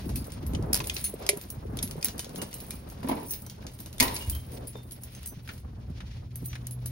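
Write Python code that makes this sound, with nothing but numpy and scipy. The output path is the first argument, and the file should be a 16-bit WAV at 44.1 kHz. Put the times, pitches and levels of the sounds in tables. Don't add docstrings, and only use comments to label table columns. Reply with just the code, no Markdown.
import sys
import numpy as np
from scipy import signal
from scipy.fft import rfft, irfft, next_fast_len
from scipy.io import wavfile

SR = 44100
rng = np.random.default_rng(int(sys.argv[2]) if len(sys.argv) > 2 else 0)


def wrap_up_sound(samples):
    columns = np.atleast_2d(samples).T
    tamed = np.clip(columns, -1, 1)
    steps = np.round(tamed * 32767).astype(np.int16)
    wavfile.write(sys.argv[1], SR, steps)


N = 304725


def amp(db):
    return 10 ** (np.asarray(db) / 20)

def unit(x):
    return x / np.sqrt(np.mean(x ** 2) + 1e-20)

def at_hz(points, hz):
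    freqs, values = np.transpose(points)
    return np.interp(np.log(hz + 1), np.log(freqs + 1), values)

def envelope(rows, column=1):
    rows = np.array(rows)
    return amp(np.interp(np.arange(N) / SR, rows[:, 0], rows[:, column]))

def swells(rows, column=2):
    t = np.arange(N) / SR
    bells = (amp(row[column]) * np.exp(-(2 * (t - row[0]) / row[1]) ** 2) for row in rows)
    return np.sqrt(sum(bell ** 2 for bell in bells))

def add(mix, start_s, sound):
    part = mix[:, max(round(start_s * SR), 0):][:, :sound.shape[1]]
    part += sound[:, :part.shape[1]]

def colour(x, spectrum, tilt_db=0):
    hz = np.fft.rfftfreq(x.shape[1], 1 / SR)
    gain = amp(at_hz(spectrum, hz) + tilt_db * np.log2(hz / 500 + 0.091))
    return unit(irfft(rfft(x) * gain, x.shape[1]))

def noise(spectrum, size, tilt_db=0):
    return colour(rng.standard_normal((2, next_fast_len(size))), spectrum, tilt_db)[:, :size]

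def hump(hz):
    return [(hz / 3, -18), (hz * 0.44, -5), (hz, 0), (hz * 2, -14), (hz * 8, -45)]

def flutter(hz, depth_db):
    knots = rng.standard_normal(4096)
    return unit(amp(depth_db * np.interp(np.arange(N) / SR * hz, np.arange(4096), knots)))

def grains(per_s, spread_db):
    strength = amp(spread_db * np.minimum(rng.exponential(1, (2, N)), 4))
    return unit(strength * rng.choice([-1, 1], (2, N)) * (rng.random(N) < per_s / SR))

def unit_onset(x):
    return x / np.sqrt(np.mean(x[0, :SR * 3 // 100] ** 2))

def ring(modes, scatter_db=0, detune=0, damping=1):
    hz, db, t60 = np.transpose(modes)[:, :, None]
    t = np.arange(SR // 4) / SR
    spot, grip = rng.standard_normal((2, len(hz), 1))
    fade = amp(db + scatter_db * spot - 60 * damping * t / t60)
    partials = fade * np.sin(2 * np.pi * hz * (1 + detune * grip) * t)
    return unit_onset(np.array([partials.sum(0), rng.choice([-1, 1], len(hz)) @ partials]))

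def softened(x, rise_s):
    return x * (1 - np.exp(-np.arange(x.shape[1]) / SR / rise_s))

def crack(spectrum, decay_s, tail_db, tail_s):
    t = np.arange(4096) / SR
    fall = np.exp(-t / decay_s) + amp(tail_db) * np.exp(-t / tail_s)
    burst = softened(noise(spectrum, len(t)), rise_s=0.00028) * fall
    return burst / np.sqrt(np.mean(burst[:, :SR * 6 // 1000] ** 2))

def chatter(sound, per_s, bounce_db, decay_s):
    t = np.arange(4096) / SR
    contacts = (rng.random(len(t)) < per_s / SR) * rng.standard_normal(len(t))
    bounces = contacts * amp(bounce_db) * np.exp(-t / decay_s)
    bounces[0] = 1
    return unit_onset(signal.fftconvolve(sound, bounces[None], axes=1))


# time_s, level_db
HUM_LEVEL = [(0, -68), (3, -55.5), (4.3, -48), (4.8, -47), (5.3, -54), (5.8, -52), (6.5, -40), (6.91, -37)]

def hum(pitch_hz=122.5):
    phase = 2 * np.pi * pitch_hz * np.arange(N) / SR
    tone = np.sqrt(2) * (np.sin(phase) + amp(-24.5) * np.sin(2 * phase))
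    return tone * envelope(HUM_LEVEL) * flutter(hz=8.5, depth_db=-0.5)

# time_s, rumble_db, sleeve_db
MOTION = [(0, -39.5, -46.5), (0.16, -32.5, -45.5), (0.28, -43, -46), (0.57, -29.5, -47), (0.78, -40.5, -40),
          (0.95, -42.5, -51.5), (1.4, -50.5, -51.5), (1.8, -38, -47), (2.1, -46.5, -47), (2.45, -50, -48),
          (2.98, -42.5, -51), (3.15, -48.5, -46), (3.4, -45.5, -53.5), (3.95, -46.5, -52),
          (4.3, -42, -51.5), (5.1, -47.5, -56.5), (6.0, -41, -57.5), (6.91, -45.5, -56)]
# centre_s, length_s, level_db
GUSTS = [(.13, 0.14, -28.5), (.61, 0.36, -34), (1.8, 0.32, -36.5), (1.97, 0.038, -35.5)]
# frequency_hz, level_db
HANDLING_SPECTRUM = [(20, -28), (35, -16.5), (55, 0), (80, -0.5), (120, -6), (200, -13), (400, -31),
                     (1000, -59)]
WIND_SPECTRUM = [(50, -18), (110, 4), (170, -1.5), (300, -8.5), (600, -33.5), (1500, -56)]

def rumble():
    handling = noise(HANDLING_SPECTRUM, N) * envelope(MOTION)
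    wind = noise(WIND_SPECTRUM, N) * swells(GUSTS) * flutter(hz=40.5, depth_db=2)
    return amp(0.5) * handling + amp(-4.5) * wind

# time_s, cloth_db, keys_db
HAND = [(0, -55.5, -53), (0.2, -61.5, -48.5), (0.42, -56.5, -63), (0.68, -66, -65), (1.03, -51, -38),
        (1.16, -59, -53), (1.38, -55, -48), (1.65, -66, -66), (1.98, -63, -52.5), (2.45, -58, -53.5),
        (2.72, -58, -47), (2.92, -64, -71), (4.8, -64, -60), (5.7, -67.5, -74), (6.3, -69.5, -78),
        (6.91, -62, -68.5)]
# centre_s, length_s, cloth_db, keys_db
STRIDES = [(3.2, 0.45, -59.5, -49), (3.85, 0.36, -74, -58), (4.2, 0.33, -55, -42.5),
           (4.55, 0.12, -55.5, -52), (5.13, 0.37, -58.5, -54.5), (5.52, 0.17, -60.5, -53),
           (6.08, 0.32, -56.5, -79), (6.52, 0.29, -59, -58.5)]
# frequency_hz, level_db
SLEEVE_SPECTRUM = [(80, -6), (200, 5.5), (330, -2), (600, -4.5), (1000, -9.5), (1600, -18.5), (4000, -41)]
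CLOTH_SPECTRUM = [(400, -21), (1200, -0.5), (2200, 6), (3500, 5.5), (5500, 3), (8000, -10), (16000, -17)]

def clothes():
    brush = noise(SLEEVE_SPECTRUM, N) * envelope(MOTION, column=2) * flutter(hz=60.5, depth_db=4)
    movement = np.hypot(envelope(HAND), swells(STRIDES))
    hiss = noise(CLOTH_SPECTRUM, N) * movement * flutter(hz=69.5, depth_db=3.5)
    return amp(3) * brush + amp(1.22) * hiss

# frequency_hz, t60_s
HALL_DECAY = [(100, 0.63), (500, 0.49), (2000, 0.19), (6000, 0.13), (11000, 0.2), (16000, 0.26)]
# time_s, level_db
HALL_SEND = [(0, -23), (2.6, -15.5), (3.2, -7), (6.91, -16.5)]

def hall(direct):
    hz, t, bands = signal.stft(rng.standard_normal((2, SR // 2)), SR, nperseg=256)
    decay = amp(-60 * t / at_hz(HALL_DECAY, hz)[:, None])
    rise = 1 - np.exp(-t / 0.0019)
    _, tail = signal.istft(bands * decay * rise, SR, nperseg=256)
    send = direct[:1] * envelope(HALL_SEND)
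    return signal.fftconvolve(send, tail / np.linalg.norm(tail[0]), axes=1)[:, :N]

# frequency_hz, correlation
PAIR_CORRELATION = [(50, 0.99), (150, 0.99), (320, 0.84), (600, 0.25), (2000, 0.3), (4000, 0.065),
                    (5600, 0.5), (7200, 1), (8700, 0.91), (10300, 0.91), (12000, 0.93), (13500, 1),
                    (15500, 0.48)]
# frequency_hz, lead_rad
PAIR_PHASE = [(0, -1), (330, 0.38), (950, -3.5), (1600, 0), (2400, 0.6), (5200, 7.5), (7000, 8), (7700, 9),
              (9800, 13.5), (10700, 12.5), (13200, 16), (14000, 12), (16000, 30)]

def microphone_pair(x):
    size = next_fast_len(N + 64)
    hz = np.fft.rfftfreq(size, 1 / SR)
    left, other = rfft(x, size)
    correlation = np.clip(at_hz(PAIR_CORRELATION, hz), 0, 1)
    shared = correlation * left * np.exp(-1j * at_hz(PAIR_PHASE, hz))
    right = shared + np.sqrt(1 - correlation ** 2) * other
    return irfft(np.array([left, right]), size)[:, :N]

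def thump(db, hz, t60):
    t = np.arange(SR // 3) / SR
    swell = (1 - np.exp(-(t * hz) ** 2)) * amp(db + 10 - 60 * t / t60)
    rough = min(hz / 500, 1)
    return swell * ((1 - rough) * np.sin(2 * np.pi * hz * t) + rough * noise(hump(hz), len(t)))

# start_s, level_db, pitch_hz
FOOTFALLS = [(4.275, -18, 73.8), (5.367, -30, 136), (5.896, -30, 177), (6.417, -28, 154)]
# start_s, level_db, pitch_hz, t60_s
HEEL_TAPS = [(4.753, -34.5, 470, 0.026), (6.424, -32.5, 241, .05)]

def footsteps(t60_cycles=8.9):
    out = np.zeros((2, N))
    for start, db, hz in FOOTFALLS:
        add(out, start, thump(db, hz, t60_cycles / hz))
    for start, db, hz, t60 in HEEL_TAPS:
        add(out, start, thump(db, hz, t60))
    return out

# start_s, level_db, middle_pitch_hz
BUMPS = [(0.059, -25, 275), (0.113, -33, 620), (0.172, -29.5, 258), (0.211, -31, 246), (0.28, -36, 523),
         (0.43, -31, 320), (0.53, -27.5, 295), (0.551, -25.5, 513), (0.59, -26.5, 330), (0.631, -25.5, 160),
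         (0.666, -31, 400), (0.697, -24, 370), (0.816, -35, 334), (0.964, -32, 430), (1.136, -27, 444),
         (1.562, -32.5, 111), (1.651, -28.5, 400), (1.728, -32.5, 238.3), (1.762, -36.5, 273),
         (1.831, -29, 227), (1.953, -32.5, 405), (2.264, -35, 517), (2.342, -30, 503), (3.087, -25, 270),
         (3.106, -23.5, 233)]

def bumps(cycles=5.07, fall_octaves=1.5):
    out = np.zeros((2, N))
    for start, db, hz in BUMPS:
        size = round(cycles / hz * SR)
        progress = np.arange(size) / size
        phase = 2 * np.pi * np.cumsum(hz * 2 ** (fall_octaves * (0.5 - progress))) / SR
        tone = np.sin(phase + 2 * np.pi * rng.random((2, 1)))
        add(out, start, amp(db - 1.5) * np.sin(np.pi * progress) ** 2 * tone)
    return out

# start_s, length_s, level_db, pitch_hz
RUBS = [(0.601, .13, -43, 617), (0.819, .07, -44.5, 560), (1.184, 0.11, -41.5, 610),
        (4.487, 0.2, -45.5, 470)]
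# start_s, level_db, t60_s
SCUFFS = [(3.625, -49.5, 0.032), (4.756, -48.5, 0.016), (5.476, -43.5, 0.04), (5.49, -39.5, 0.097),
          (6.005, -44, 0.07), (6.53, -40.5, 0.05), (6.554, -38.5, 0.054)]
# frequency_hz, level_db
SOLE_SPECTRUM = [(300, -9), (900, -4.5), (1600, 3.5), (3000, -1), (6000, -11), (14000, -28.5)]

def rubs_and_scuffs():
    out, t = np.zeros((2, N)), np.arange(SR // 3) / SR
    for start, length, db, hz in RUBS:
        size = round(length * SR)
        add(out, start, amp(db) * noise(hump(hz), size) * signal.windows.tukey(size, 0.5))
    for start, db, t60 in SCUFFS:
        add(out, start, amp(db + 2.5 - 60 * t / t60) * noise(SOLE_SPECTRUM, len(t)))
    return out

# start_s, level_db
SLAMS = [(4.002, -28.5), (4.025, -30)]
# pitch_hz, level_db, t60_s
DOOR_MODES = [(75, 2, .17), (242, -2, .3), (993, -3, .2), (1883, -6, .2), (1936, -5, .22), (2078, -2, .15),
              (2230, -4, .15), (2669, -6, .2), (2964, -9, .25), (4370, -15, .16), (4948, -12, .18),
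              (5546, -13, .18)]
# start_s, level_db, t60_s, tilt_db_per_octave
KNOCKS = [(.802, -31, 0.062, 4), (3.029, -34, 0.039, 2.5), (3.044, -26, 0.045, -2.5),
          (3.073, -34.5, 0.097, 1.5), (3.09, -24, 0.086, 0.5), (3.112, -28, 0.13, 1),
          (3.165, -38, 0.24, 0.5), (3.225, -39.5, 0.084, 1), (4.006, -29.5, 0.51, 3),
          (4.028, -28, .06, 5.5)]
# frequency_hz, level_db
PANEL_SPECTRUM = [(60, -22), (130, -4.5), (200, 1.5), (290, -2.5), (400, -5.5), (620, -7.5), (780, -10.5),
                  (970, -2.5), (1300, -22), (2200, -22), (5000, -31.5), (12000, -64)]

def door(buzz_db=-14.5, buzz_t60_s=1):
    out, t = np.zeros((2, N)), np.arange(SR // 2) / SR
    for start, db in SLAMS:
        add(out, start, amp(db) * ring(DOOR_MODES, detune=0.0034))
        buzz = noise(CLOTH_SPECTRUM, len(t)) + amp(-0.5) * noise(SLIDE_SPECTRUM, len(t))
        buzz *= flutter(hz=109, depth_db=4)[:len(t)]
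        add(out, start, amp(db + buzz_db - 60 * t / buzz_t60_s) * buzz)
    for start, db, t60, tilt_db in KNOCKS:
        blow = softened(noise(PANEL_SPECTRUM, len(t), tilt_db), rise_s=0.0019)
        add(out, start, amp(db + 3.5 - 60 * t / t60) * blow)
    return out

# centre_s, length_s, level_db
GRINDS = [(0.767, 0.042, -32), (0.81, 0.034, -45), (0.87, .05, -48), (0.935, 0.026, -52),
          (0.978, 0.046, -43)]
# start_s, level_db
PIN_CLICKS = [(0.7303, -19.5), (0.7326, -17), (0.7427, -22), (0.7443, -18), (0.7525, -22), (0.759, -27),
              (0.765, -27.5), (0.774, -28), (0.793, -35.5)]
# frequency_hz, level_db
GRIND_SPECTRUM = [(400, -3.5), (900, 1), (1500, -4), (2400, -1.5), (3200, -1), (5000, 2.5), (6200, -3),
                  (7500, -13), (11100, -2), (13500, -5.5), (15500, -2), (16300, -20.5)]
PIN_SPECTRUM = [(500, -8), (1800, -11.5), (3000, -9.5), (4400, -8.5), (5050, 4), (6000, -7.5), (8000, -0.5),
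                (10200, -1), (11100, 5), (12500, -1), (15600, -4.5), (16300, -21)]

def keyway():
    out = colour(grains(per_s=1600, spread_db=4), GRIND_SPECTRUM) * swells(GRINDS)
    for start, db in PIN_CLICKS:
        add(out, start, amp(db - 3) * crack(PIN_SPECTRUM, decay_s=0.0012, tail_db=-22.5, tail_s=0.012))
    return out

def rebounds(start_s, kept, count=6, first_wait_s=0.0113, wait_ratio=0.99):
    index = np.arange(count)
    waits = first_wait_s * wait_ratio ** index
    times = start_s + np.cumsum(waits) - waits
    gains = np.clip(kept, 0, 0.9) ** index
    return [(time, gain) for time, gain in zip(times, gains) if gain > 0.02]

# frequency_hz, level_db
STEEL_SPECTRUM = [(300, -22), (1500, -15), (2100, -4), (3000, -1.5), (4200, -1), (6000, -3.5), (8000, -4.5),
                  (14000, -31)]

def steel_resonance(hz, peak_db=10.5, width_octaves=0.16):
    freqs = np.geomspace(200, 16000, 128)
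    peak = peak_db * np.exp(-(np.log2(freqs / hz) / width_octaves) ** 2)
    return np.transpose([freqs, at_hz(STEEL_SPECTRUM, freqs) + peak])

# start_s, tick_db, clack_db, rebound_ratio, clack_pitch_hz
SNAPS = [(0.5493, -51, -34, 0, 2980), (0.625, -48, -50, 0.06, 5030), (0.8026, -46, -33.5, 0.1, 2720),
         (0.8414, -47.5, -40, 0.1, 3460), (0.8974, -34, -24, 0, 3230), (0.9652, -40, -29, 0.19, 4330),
         (1.2649, -32, -32.5, 0.06, 5100), (1.2902, -14, -16.5, 0, 2170), (1.7888, -39, -32.5, 0.06, 3500),
         (2.0273, -34, -30.5, 0.08, 4900), (3.982, -40.5, -43.5, 1, 3500), (4, -18, -18, 0, 2170),
         (4.005, -17.5, -15.5, 0.05, 4770), (4.0262, -20, -29, .3, 5500), (4.0805, -49, -31.5, 0.16, 4100),
         (4.164, -36, -32.5, 0.1, 4400)]
# pitch_hz, level_db, t60_s
CASE_MODES = [(2110, -1, 0.072), (2445, 0, 0.06), (3230, -6.5, 0.0453), (3680, -5, 0.076),
              (4380, -6.5, 0.062), (4800, -5.5, .06), (5280, -1.5, 0.037), (5630, -6, 0.055),
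              (6030, -1, .07), (6260, -14, 0.066), (7310, 2, .04)]
# frequency_hz, level_db
TICK_SPECTRUM = [(3000, -15), (6000, -8), (7500, 2.5), (9500, 2.5), (11200, 7), (13500, 2), (15600, -14),
                 (16500, -24)]

def lock():
    out = np.zeros((2, N))
    for start, tick_db, clack_db, kept, hz in SNAPS:
        for time, gain in rebounds(start, kept):
            case = ring(CASE_MODES, scatter_db=2.5, detune=0.025)
            tick = crack(TICK_SPECTRUM, decay_s=0.0023, tail_db=-16, tail_s=0.01)
            clack = crack(steel_resonance(hz), decay_s=0.0025, tail_db=-17.5, tail_s=0.02)
            add(out, time, gain * (amp(tick_db - 5) * tick + amp(clack_db - 2.5) * clack))
            add(out, time, gain * amp(clack_db - 14) * case)
    return out

# start_s, level_db, tilt_db_per_octave
LEVER_STOPS = [(1.2926, -24, 0.5), (1.3317, -34.5, -5.5)]
# pitch_hz, level_db, t60_s
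LEVER_MODES = [(403, 1.5, 0.12), (464, -3, 0.09), (540, -3, .05), (583, 1, 0.075), (650, -3, 0.05),
               (970, -14, 0.15), (1890, -9, .09), (2105, -3, 0.09), (2320, -4, 0.08), (10866, 13, 0.035)]

def lever():
    out = np.zeros((2, N))
    lowest_hz = LEVER_MODES[0][0]
    for start, db, tilt_db in LEVER_STOPS:
        modes = [(hz, level + tilt_db * np.log2(hz / lowest_hz), t60) for hz, level, t60 in LEVER_MODES]
        add(out, start, amp(db) * softened(ring(modes), rise_s=0.00086))
    return out

# start_s, level_db, pitch_hz
KEY_NOTES = [(0.17, -50, 4760), (2.385, -46, 2870), (3.295, -44, 6050), (4.205, -42.5, 2850),
             (4.325, -47, 3150), (4.75, -53.5, 3605), (5.28, -56, 6060), (6.482, -49.5, 6010)]

def singing_keys(t60_s=0.25):
    out = np.zeros((2, N))
    for start, db, hz in KEY_NOTES:
        pair = ring([(hz, 0, t60_s), (hz * 1.008, -7, t60_s)])
        add(out, start, amp(db) * softened(pair, rise_s=0.004))
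    return out

# start_s, level_db, free_s
PINGS = [(0.1583, -41, 0.071), (1.0423, -28.5, 0.035)]
# pitch_hz, level_db, t60_s
FREE_KEY_MODES = [(4262, -16, .22), (6290, -15, .14), (7500, -22, .14), (8990, -11, .12), (9881, 0, .2),
                  (9960, -10, .1), (11880, -14, .16), (13300, -15, .16), (14720, -9, .12)]

def free_key(caught_t60_s=0.16, buzz_db=-8):
    out = np.zeros((2, N))
    for start, db, free_s in PINGS:
        tone = chatter(ring(FREE_KEY_MODES), per_s=600, bounce_db=-19, decay_s=0.03)
        t = np.arange(tone.shape[1]) / SR
        contacts = grains(per_s=1490, spread_db=3)[:, :len(t)]
        buzz = colour(contacts, TICK_SPECTRUM) * amp(buzz_db) * np.exp(-t / 0.027)
        add(out, start, (tone + buzz) * amp(db - 60 * np.maximum(t - free_s, 0) / caught_t60_s))
    return out

def faint_clinks(per_s=8.6, level_db=-0.5, spread_db=3.5):
    hits = (rng.random(N) < per_s / SR) * amp(level_db + spread_db * rng.uniform(-0.83, 1, N))
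    tick = crack(TICK_SPECTRUM, decay_s=0.0023, tail_db=-8.5, tail_s=0.0097)
    clack = crack(CLACK_SPECTRUM, decay_s=0.0017, tail_db=1, tail_s=0.029)
    return signal.oaconvolve(hits[None], tick + amp(-1.5) * clack, axes=1)[:, :N]

# frequency_hz, level_db
SLIDE_SPECTRUM = [(2000, -30), (6000, -14), (8500, -5.5), (10000, -1), (11100, -10), (12500, 0.5),
                  (14000, -7.5), (15600, -14.5), (16300, -25.5)]
# pitch_hz, level_db, t60_s
BUNCH_MODES = [(2840, -24, 0.2), (4060, -20.5, 0.18), (6010, -22, 0.3), (8320, -6.5, 0.16),
               (9100, -14, 0.11), (9550, -8, 0.15), (11100, -10, 0.068), (11030, 0, 0.13), (11980, -1, 0.2),
               (12600, -7, .1), (14850, -7, 0.15), (15300, -6, 0.077), (15730, 1.5, .17)]

def sliding_keys():
    shaking = np.hypot(envelope(HAND, column=2), swells(STRIDES, column=3))
    sliding = colour(grains(per_s=1500, spread_db=5.5), SLIDE_SPECTRUM)
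    taps = grains(per_s=110, spread_db=5.5)
    tinkle = unit(signal.oaconvolve(taps, ring(BUNCH_MODES, damping=1.9), axes=1)[:, :N])
    return (amp(-7.5) * sliding + amp(-5) * tinkle + faint_clinks()) * shaking

# centre_s, length_s, level_db
TUMBLES = [(0.85, .03, -45), (0.995, 0.066, -45), (2.385, 0.024, -46), (2.425, 0.033, -48),
           (2.76, 0.021, -46.5), (2.885, 0.023, -52.5), (3.285, 0.049, -42.5), (3.745, 0.021, -49),
           (4.555, 0.033, -51), (4.885, 0.033, -57), (5.024, .012, -49), (5.29, .03, -47),
           (6.452, 0.019, -52), (6.554, 0.0095, -49), (6.725, 0.012, -46), (6.873, 0.018, -43)]

def jostling(level_db=-2.5, rise_s=0.002, fall_s=0.013):
    t = np.arange(-SR // 50, SR // 8) / SR
    shape = np.exp(np.minimum(t / rise_s, -t / fall_s))
    power = np.zeros((1, N))
    for start, _, _, ring_db, _ in CLINKS:
        add(power, start + t[0], (amp(ring_db + level_db) * shape[None]) ** 2)
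    return np.sqrt(power[0] + swells(TUMBLES) ** 2)

# frequency_hz, level_db
RATTLE_COLOUR = [(4000, -10), (6000, -6), (7300, -19.5), (8500, -2.5), (9800, -3), (11100, 2), (12200, 2),
                 (13600, -14.5), (14900, -3), (15700, 4.5), (16400, -16)]

def rattling_keys(key_count=10, mode_count=5, t60_s=0.07):
    out = np.zeros((2, N))
    for _ in range(key_count):
        key = ring([(hz, 0, t60_s) for hz in rng.uniform(4000, 16200, mode_count)])[:, :4096]
        out += signal.oaconvolve(grains(per_s=38, spread_db=4), key, axes=1)[:, :N]
    return colour(out, RATTLE_COLOUR) * jostling()

def struck_key(hz, t60_s=0.1, neighbour_db=-9, neighbour_t60_s=0.07, bunch_db=-3.5):
    pitches = rng.uniform(5000, 16000, 12)
    neighbours = [(f, neighbour_db + at_hz(RATTLE_COLOUR, f), neighbour_t60_s) for f in pitches]
    keys = ring([(hz, 0, t60_s), (hz * 1.009, -5, t60_s)] + neighbours)
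    return keys + amp(bunch_db) * ring(BUNCH_MODES, scatter_db=4, detune=0.0035, damping=1.2)

# start_s, tick_db, clack_db, ring_db, pitch_hz
CLINKS = [(0.093, -44, -45.5, -52.5, 11200), (0.158, -38, -39, -37, 13400), (0.32, -47, -45, -49, 9000),
          (0.4653, -40, -50.5, -43, 11600), (0.535, -46.5, -46, -53, 7840), (0.8711, -27, -41, -39, 11400),
          (0.9429, -42, -45.5, -39.5, 15200), (1.3725, -32, -57.5, -48.5, 11200),
          (1.4133, -38, -44, -48, 13780), (1.5026, -29, -59.5, -40, 13350),
          (1.7707, -31.5, -39.5, -57.5, 5860), (1.8281, -26.5, -32.5, -31, 11170),
          (1.876, -49, -43.5, -47.5, 10900), (1.9107, -35, -38, -52, 15760),
          (2.012, -43.5, -51.5, -60, 5300), (2.0454, -14, -40, -29, 15590),
          (2.055, -24, -29.5, -41.5, 11000), (2.0843, -33.5, -33.5, -52, 10940),
          (2.18, -35, -45, -47.5, 8900), (2.1934, -27, -31, -40, 9640), (2.245, -41, -38.5, -54, 5420),
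          (2.293, -45, -48, -62, 15680), (2.3589, -42, -38.5, -46.5, 10900), (2.417, -47, -34, -40, 8300),
          (2.529, -40, -41.5, -61, 12580), (2.541, -33.5, -46, -39.5, 12500),
          (2.6028, -42, -44, -44, 12100), (2.707, -28.5, -36.5, -46.5, 11000),
          (2.722, -49, -58, -60, 11000), (2.9, -52, -49.5, -48.5, 11700), (3.087, -44, -43, -37.5, 12580),
          (3.308, -38, -48, -30.5, 14900), (3.336, -47, -37.5, -43, 12020), (3.4205, -43, -63, -48, 12530),
          (3.464, -35.5, -49, -55, 5940), (3.498, -44.5, -40.5, -52, 14730),
          (3.667, -44.5, -39.5, -65, 14810), (3.789, -46, -47.5, -61, 13870),
          (3.803, -44, -49, -44.5, 11890), (3.86, -40, -43.5, -51, 11890),
          (3.9286, -42.5, -46, -53.5, 12230), (4.004, -31, -42, -29, 11800),
          (4.027, -27.5, -44, -31.5, 14700), (4.1438, -50, -55, -35.5, 11150),
          (4.298, -23, -41, -32.5, 15730), (4.35, -39.5, -43.5, -41.5, 11770),
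          (4.5194, -46.5, -56, -51, 9400), (4.6729, -54, -63, -39.5, 10750),
          (4.91, -41, -48.5, -48.5, 15700), (4.92, -38, -54, -43, 11150), (5.035, -34, -53, -45, 14800),
          (5.15, -51, -48, -51, 6270), (5.231, -43, -52, -60, 7410), (5.2604, -33, -55, -38, 8370),
          (5.274, -44.5, -60, -42.5, 11800), (6.357, -38, -61, -41.5, 11900), (6.459, -37, -64, -38, 11980),
          (6.669, -28.5, -48.5, -52, 12060), (6.71, -40, -51, -43.5, 11070),
          (6.8595, -31, -44.5, -40.5, 11040)]
# frequency_hz, level_db
CLACK_SPECTRUM = [(300, -10), (1200, -8.5), (2100, -2.5), (3000, -2), (4200, 1), (6000, 1), (8000, -5.5),
                  (14000, -33)]
# pitch_hz, level_db, t60_s
KEY_RING_MODES = [(2920, 1, 0.25), (3670, -3, 0.11), (3995, -2, 0.12), (4950, -5, 0.078), (5160, -9, 0.071),
                  (6070, -0.5, 0.12)]

def clinking_keys():
    out = np.zeros((2, N))
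    for start, tick_db, clack_db, ring_db, hz in CLINKS:
        tick = crack(TICK_SPECTRUM, decay_s=0.00199, tail_db=-20.5, tail_s=0.01)
        clack = crack(CLACK_SPECTRUM, decay_s=0.00092, tail_db=-13.5, tail_s=0.022)
        key_ring = ring(KEY_RING_MODES, scatter_db=5, detune=0.09, damping=1.5)
        key = chatter(struck_key(hz), per_s=500, bounce_db=-8, decay_s=0.016)
        add(out, start, amp(tick_db - 6.5) * tick + amp(clack_db - 3) * clack)
        add(out, start, amp(clack_db - 17) * key_ring)
        add(out, start, amp(ring_db - 2.5) * key)
    return out


def scene():
    keys = clinking_keys() + free_key() + sliding_keys() + rattling_keys() + singing_keys()
    metal = keys + keyway() + lock() + lever() + door()
    direct = metal + footsteps() + bumps() + rubs_and_scuffs()
    return microphone_pair(direct + hall(direct) + clothes() + rumble()) + hum()

def record(dry):
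    cutoff_hz = 16350
    taps = signal.firwin(255, cutoff_hz, window=("kaiser", 9), fs=SR)
    return signal.oaconvolve(dry, taps[None], "same")


dry = scene()
out = record(dry)
wrap_up_sound(out)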